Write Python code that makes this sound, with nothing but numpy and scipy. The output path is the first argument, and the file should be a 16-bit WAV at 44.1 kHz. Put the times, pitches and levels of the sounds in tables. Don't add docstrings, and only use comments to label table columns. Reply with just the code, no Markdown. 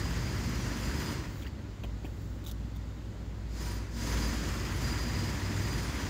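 import sys
import numpy as np
from scipy import signal
from scipy.io import wavfile
from scipy.ndimage import uniform_filter1d

SR = 44100
rng = np.random.default_rng(int(sys.argv[2]) if len(sys.argv) > 2 else 0)


def volts_from_decibels(level):
    exponent = np.asarray(level, float) / 20
    return 10 ** exponent


def dump_mix(stems):
    frames = np.atleast_2d(stems).T
    limited = np.clip(frames, -1, 1)
    pcm = np.round(limited * 32767).astype(np.int16)
    wavfile.write(sys.argv[1], SR, pcm)


N = 268569


def evened(x):
    return x / np.sqrt(np.mean(x ** 2) + 1e-20)


def read(points, hz):
    f, value = np.transpose(points)
    return np.interp(np.log(hz + 1), np.log(f + 1), value)


def columns(rows):
    s, *values = np.transpose(rows)
    return np.array([np.interp(np.arange(N) / SR, s, v) for v in values])


def drift(per_s):
    steps = rng.standard_normal(60 * 7)
    slow = signal.lfilter([1], [1, -np.exp(-2 * np.pi * per_s / 60)], steps)
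    return np.interp(np.arange(N) * 60 / SR, np.arange(len(slow)), evened(slow))


def noise(colour, patchy_db):
    hz = np.fft.rfftfreq(2048, 1 / SR)
    a, b, patches = rng.standard_normal((N // 512 + 5, 1025, 3)).T
    patches = uniform_filter1d(patches, size=16, axis=0)
    patches = evened(uniform_filter1d(patches, size=6, axis=1))
    z = (a + 1j * b) * volts_from_decibels(read(colour, hz)[:, None] + patchy_db * patches)
    return evened(signal.istft(z, nperseg=2048, noverlap=1536)[1][:N])


def resonate(x, hz, width):
    turn = np.exp(2j * np.pi * hz * np.arange(len(x)) / SR)
    r = np.exp(-np.pi * width / SR)
    return 2 * (turn * signal.lfilter([1 - r], [1, -r], x / turn)).real


def drone(rows, waver, flutter_db):
    t, edge_s = np.arange(N) / SR, .08
    since, left = t - rows[0][0], rows[-1][0] - t
    fade = np.clip(np.minimum(since + edge_s, left + edge_s) / edge_s, 0, 1)
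    hz, level_db = columns(rows)
    turns = np.cumsum(hz * (1 + waver * drift(5.7))) / SR
    level = volts_from_decibels(level_db + flutter_db * drift(5.3))
    return fade * level * np.sqrt(2) * np.sin(2 * np.pi * turns)


# f/Hz, level per Hz/dB
TRAFFIC = [(21, -34), (35, -3.5), (70, -4), (105, -5.5), (146, -7.5), (283, -11.5), (454, -22),
           (566, -21.5), (673, -29), (951, -28), (1200, -32.5), (1500, -33), (1950, -59), (3300, -120)]
# f/Hz, level per Hz/dB
LEAVES = [(700, -9), (1200, -7), (2000, -3.5), (2300, -8.5), (4800, -10), (5600, -15), (7200, -12),
          (8200, -22), (10800, -28.5), (13000, -25), (16000, -25)]


def neighbourhood():
    return volts_from_decibels(-43) * noise(TRAFFIC, patchy_db=-0.5) + volts_from_decibels(-58.5) * noise(LEAVES, patchy_db=1.0)


def mains_hum():
    hz, level_db = 100.45, -45.5
    return drone([(0, hz, level_db), (N / SR, hz, level_db)], 0.0009, flutter_db=1.5)


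# t/s, f/Hz, level/dB
FIRING = [(0, 54, -42), (.08, 54.3, -38), (.6, 54.3, -41), (.85, 52.9, -37.5), (1.07, 52.43, -49),
          (1.45, 56.5, -46), (1.78, 55.9, -48), (1.87, 55.3, -37), (2.02, 57, -42.5), (2.68, 57.2, -39.5),
          (3.14, 57.6, -44), (3.66, 56.26, -38.5), (3.97, 56.1, -39), (4.14, 56.2, -32.5),
          (4.65, 54.6, -41.5), (4.95, 55.8, -36.5), (5.3, 57.04, -42.5), (6.09, 56.3, -37.5)]


def engine():
    return drone(FIRING, .003, flutter_db=1.6)


# f/Hz, level per Hz/dB
CLOTH_COLOUR = [(1500, -24), (4500, -11), (7000, -7.5), (9000, -18.5), (11500, -13), (13500, -12),
                (15500, -6)]
# loudest t/s, swell/s, fade/s, level/dB
BRUSHES = [
    (1.432, 0.22, .012, -59.5),
    (2.055, .02, .06, -65),
    (2.22, .15, .22, -68),
]


def sleeve():
    t = np.arange(N) / SR
    level_db = np.max([db - 9.0 * np.maximum((s - t) / swell, (t - s) / fade)
                       for s, swell, fade, db in BRUSHES], axis=0)
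    return volts_from_decibels(level_db + 4.5) * noise(CLOTH_COLOUR, patchy_db=2.0)


# t/s, ring peak level/dB, ring f/Hz
GRIP_SCRAPES = [(1.422, -43, 3330), (1.424, -45, 2300), (1.430, -44, 3300), (1.433, -44, 2346),
                (1.447, -44, 2600), (1.454, -40, 1450), (1.4603, -42, 1700), (1.466, -38.5, 2950),
                (1.469, -40, 1950), (1.472, -46, 4595), (1.48, -45, 2200)]
# t/s, ring peak level/dB, ring f/Hz, thump level/dB
GRIP_CLICKS = [(1.8357, -39, 2500, -52), (1.836, -45, 1420, -56), (1.8415, -44, 3200, -50),
               (1.8365, -45, 3840, -42), (1.8385, -43, 3140, -50), (1.8444, -48, 2500, -39),
               (1.8473, -48, 1900, -50), (1.8524, -49, 2900, -53), (2.0456, -46, 2360, -41),
               (2.0500, -48, 3300, -47), (2.0530, -42, 2600, -52), (2.0604, -48, 3030, -54),
               (2.0651, -49, 1860, -55)]
# t/s, ring peak level/dB, ring f/Hz, fizz level/dB
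CASE_CREAKS = [(2.219, -56, 3163, -63), (2.44, -52, 3810, -54), (2.4488, -48, 3650, -56),
               (2.4633, -38, 3550, -49), (2.4684, -43, 3730, -53), (2.4748, -44, 3060, -48),
               (2.4820, -41, 3750, -50), (2.4884, -46, 3130, -55), (2.495, -42, 3680, -55),
               (2.5005, -44, 3450, -57), (2.5130, -45, 3400, -43.5), (2.7528, -55, 3410, -62),
               (2.7614, -51, 3550, -60), (2.7672, -52, 3310, -60)]


def grips():
    rows = [(*scrape, -58, 1000, -64.5) for scrape in GRIP_SCRAPES]
    rows += [(*click, 636, -66.5) for click in GRIP_CLICKS]
    for k, (s, db, hz, fizz_db) in enumerate(CASE_CREAKS):
        panel_hz = (750, 1150)[k % 2]
        rows.append((s, db, hz, db - 10, panel_hz, fizz_db))
    return rows


# t/s, level/dB, f/Hz
FINGER_TAPS = [
    (1.8425, -36, 340),
    (2.0455, -29, 300),
]


def hand():
    out, t = np.zeros(N + 4000), np.arange(4000) / SR
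    fizz = noise(CLOTH_COLOUR, patchy_db=1.0)
    for s, db, hz, thump_db, thump_hz, fizz_db in grips():
        at = round(s * SR)
        grit, push = rng.standard_normal((2, 4000))
        grit[:3] += 4.5 * np.sign(grit[0])
        ring = resonate(resonate(grit * volts_from_decibels(-60 * t / 0.042), hz, 480), hz, 480)
        thump = resonate(resonate(push * volts_from_decibels(-60 * t / 0.023), thump_hz, 330), thump_hz, 330)
        sound = volts_from_decibels(db - 1.4) * ring / abs(ring).max()
        sound += volts_from_decibels(thump_db + 1.0) * thump / abs(thump).max()
        sound += volts_from_decibels(fizz_db + 6.5 - 60 * t / 0.034) * (1 - np.exp(-t / .0007)) * fizz[at:at + 4000]
        out[at:at + 4000] += sound
    for s, db, hz in FINGER_TAPS:
        at, t60_s = round(s * SR), .04
        swell = 1 - np.exp(-t / 0.0016)
        out[at:at + 4000] -= volts_from_decibels(db - 60 * t / t60_s) * swell * np.sin(2 * np.pi * hz * t)
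    return out[:N] + sleeve()


# start t/s, length/s, f/Hz, level/dB
WALL_TONES = [(0, 0.59, 72, -40), (0.86, 0.33, 72, -41), (1.46, .12, 71, -44), (4.5, 0.501, 71, -44),
              (5.0, 1.1, 70.5, -44), (0, .5, 95.5, -42.5), (4.33, .15, 99, -41), (4.55, .2, 93, -46),
              (5.1, .5, 98, -41), (.1, .8, 125.5, -43), (1.0, .3, 125.5, -48), (4.55, .35, 127, -42),
              (4.95, .4, 133, -44.5), (5.62, .25, 129, -41), (4.05, .35, 295, -50), (0.43, 0.697, 231, -48),
              (0.55, .45, 213, -50.5), (4.0, .6, 232.5, -47.5), (4.8, .5, 233, -47.5),
              (5.47, .25, 228, -46), (4.0, .5, 210, -49), (5, 0.38, 212, -48.5), (5.0, .6, 172, -48.5),
              (5, 0.72, 289, -49), (-0.02, .5, 170, -48)]


def walls():
    return sum(drone([(s, hz, db), (s + length, hz, db)], 0.0041, flutter_db=2.5)
               for s, length, hz, db in WALL_TONES)


# start t/s, wind-up/s, length/s, crushing level/dB, fresh bite level/dB
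WORK_SPELLS = [
    (-1, .2, 1.95, -44, 0),
    (.66, .2, .45, -43, 1.5),
    (3.505, .13, .215, -49.5, 7),
    (3.92, .17, 3, -43.5, 7),
    (4.62, .2, .7, -43.5, 3.5),
    (5.4, .2, 1, -43.3, 2.5),
]


def effort(above_db, bite_share, release_db, slowness):
    t, level_db = np.arange(N) / SR, []
    for start, rise, length, db, bite_db in WORK_SPELLS:
        age = t - start
        wind_db = -17 * np.maximum(1 - age / (rise * slowness), 0) ** 2
        fresh_db = bite_share * bite_db * np.exp(-np.maximum(age, 0) / 0.33)
        fall_db = release_db * np.maximum(age - length, 0)
        level_db.append(db + above_db + wind_db + fresh_db - fall_db)
    return np.max(level_db, axis=0)


MODE_HZ = [4848, 4288, 968, 6236, 5804, 9871, 8515, 11060, 14348, 13785, 15101]
MODE_DB = [-15.5, -23, -17, -21, -24, -26, -29.5, -32, -24.5, -27, -38]
# t/s, level/dB
LOOSE_GRIP = [(0, -1), (.8, 0), (1.1, 1), (1.3, 1), (3.55, 1), (3.72, 5), (4.0, 2.5), (4.3, 2.5),
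              (4.42, -3), (4.68, -2), (4.85, 2.5), (5.3, 1), (5.45, -3), (5.7, 1.5), (6.09, -1.5)]
# start t/s, length/s, mode f/Hz, extra level/dB
SINGING = [ (0.0, .13, 4848, 6), (.21, .14, 4848, 6), (.5, .3, 5804, 9), (.55, .2, 6236, 4),
           (.56, .6, 9871, 4), (.84, .41, 4848, 3), (.87, .31, 4288, 5), (.96, .31, 8515, 5),
           (.98, .17, 13785, 7), (3.55, .27, 9871, 6), (3.59, .13, 968, 4), (3.59, .21, 14348, 4),
           (3.59, .22, 13785, 5), (3.61, .25, 11060, 5), (3.6, .2, 8515, 7), (3.99, .85, 9871, 4),
           (4.01, .33, 6236, 7), (3.99, .21, 15101, 10), (3.99, .23, 11060, 4), (4.18, .14, 4848, 6),
           (4.68, .68, 11060, 5), (4.82, .5, 4848, 7), (4.81, .12, 6236, 5), (5.49, .56, 6236, 5),
           (5.54, .42, 8515, 6), (5.56, .21, 4848, 6), (5.61, .24, 13785, 5), (5.75, .26, 9871, 7),
           (5.94, .13, 5804, 8)]


def bit(throb):
    out, t, edge_s, step = np.zeros(N), np.arange(N) / SR, .04, 32
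    coarse, rate = t[::step], SR / step
    level_db = effort(0, 0.55, release_db=75, slowness=1.1) + columns(LOOSE_GRIP)[0]
    for hz, db in zip(MODE_HZ, MODE_DB):
        caught_db = np.zeros(len(coarse))
        for s, length, mode_hz, more_db in SINGING:
            if abs(mode_hz / hz - 1) < .015:
                inside = np.minimum(coarse - s, s + length - coarse)
                caught_db += more_db * np.clip(inside / edge_s + .5, 0, 1)
        jog, a, b = rng.standard_normal((3, len(coarse)))
        jog *= np.sqrt(2 * np.pi * 7.0 / rate)
        bend_hz = hz * .0007 * drift(2.505)[::step]
        line = np.exp(1j * np.cumsum(jog + 2 * np.pi * bend_hz / rate))
        skirt = signal.lfilter([1], [1, -np.exp(-np.pi * 60.0 / rate)], a + 1j * b)
        swing = volts_from_decibels(level_db[::step] + db + caught_db + 2.6 * drift(22.0)[::step])
        swing = swing * (volts_from_decibels(-1.5) * line + volts_from_decibels(-6.5) * skirt / skirt.std())
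        out += np.sqrt(2) * (np.interp(t, coarse, swing) * np.exp(2j * np.pi * hz * t)).real
    return throb * out


# t/s, blows per second/Hz
BLOW_RATE = [(0, 19), (.3, 18.2), (.8, 17.6), (1.3, 16.5), (3.4, 19.6), (4.3, 19.4), (4.6, 18),
             (4.85, 18.2), (5.1, 19.5), (5.6, 17.8), (5.85, 19.1), (6.09, 16.8)]
# level above the crushing/dB, share of the fresh bite, release/(dB/s), slowness of wind-up
LAYER_EFFORT = [
    (3.8, .45, 40, 1.3),
    (0, .3, 42, 1.25),
    (-7, 1, 60, 1.05),
    (-23.5, .9, 120, 1.05),
]
# f/Hz, level/dB
GROUND_THUMPS = [(30, -20), (37, -18), (55, -22), (72, -11), (92, 2.5), (112, -8), (128, -10), (150, -1.5),
                 (190, -7.5), (212, -3.5), (260, -7.5), (298, -5.5), (400, -12), (500, -15)]
# f/Hz, level per Hz/dB
GROUND_RUMBLE = [(24, -28), (40, -11.5), (70, 0), (183, -5), (233, -7), (385, -8), (455, -22), (614, -19.5),
                 (700, -30), (910, -26), (1540, -120)]
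# f/Hz, level per Hz/dB
STONE_CRUSH = [(290, -44), (500, -4), (829, -7), (960, -3.5), (1300, -5), (1950, -3.5), (2410, -8.5),
               (3260, -11), (3780, -20), (4500, -11.5), (5850, -40), (9900, -120)]
# f/Hz, level per Hz/dB
STONE_GRIT = [(2060, -36), (3500, -6.5), (3920, -6), (4580, -7), (4980, 1), (5560, -5.5), (7130, -3),
              (8120, -12.5), (9000, -14), (11700, -31), (19800, -120)]
# f/Hz, level per Hz/dB
STONE_DUST = [(6000, -32), (8000, -19), (9000, -5), (10500, -2.5), (12200, -3.5), (14200, 2), (15000, -1),
              (16000, -4.5)]


def breaker():
    pace = columns(BLOW_RATE)[0]
    turns = np.cumsum(pace * (1 + 0.0019 * drift(3.0))) / SR
    shake, crush, grit, dust = (volts_from_decibels(effort(*layer) + 0.4 * drift(3.3)) for layer in LAYER_EFFORT)
    strength = rng.uniform(0.41, 1, 200)[turns.astype(int)]
    blows = 1 + .5 * strength * np.exp(-(turns % 1) / 0.58)
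    throb = evened(uniform_filter1d(blows, size=300))
    thumps = np.zeros(N)
    for k in range(2, 28):
        level = volts_from_decibels(read(GROUND_THUMPS, k * pace) + 3.34 * drift(1.4))
        thumps += level * np.cos(2 * np.pi * (k * turns + rng.random()))
    ground = volts_from_decibels(-2.0) * evened(thumps) + volts_from_decibels(-3.5) * noise(GROUND_RUMBLE, patchy_db=0.0)
    stone = crush * volts_from_decibels(-0.08) * noise(STONE_CRUSH, patchy_db=0.87)
    stone += grit * volts_from_decibels(1.5) * noise(STONE_GRIT, patchy_db=1)
    stone += dust * volts_from_decibels(7.5) * noise(STONE_DUST, patchy_db=0.5)
    return shake * ground + throb * stone + bit(throb)


def scene():
    background = neighbourhood() + mains_hum() + engine()
    return (background + hand() + walls() + breaker())[None]


def top_cut(x):
    return signal.sosfilt(signal.butter(12, 16160, fs=SR, output="sos"), x)


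def record(dry):
    cut = signal.sosfilt(signal.butter(5, 40, "high", fs=SR, output="sos"), dry)
    low_pass = signal.firwin(801, 15760, window=("kaiser", 8), fs=SR)
    cut = signal.oaconvolve(cut, low_pass[None], "same")
    return top_cut(cut)


dry = scene()
out = record(dry)
dump_mix(out)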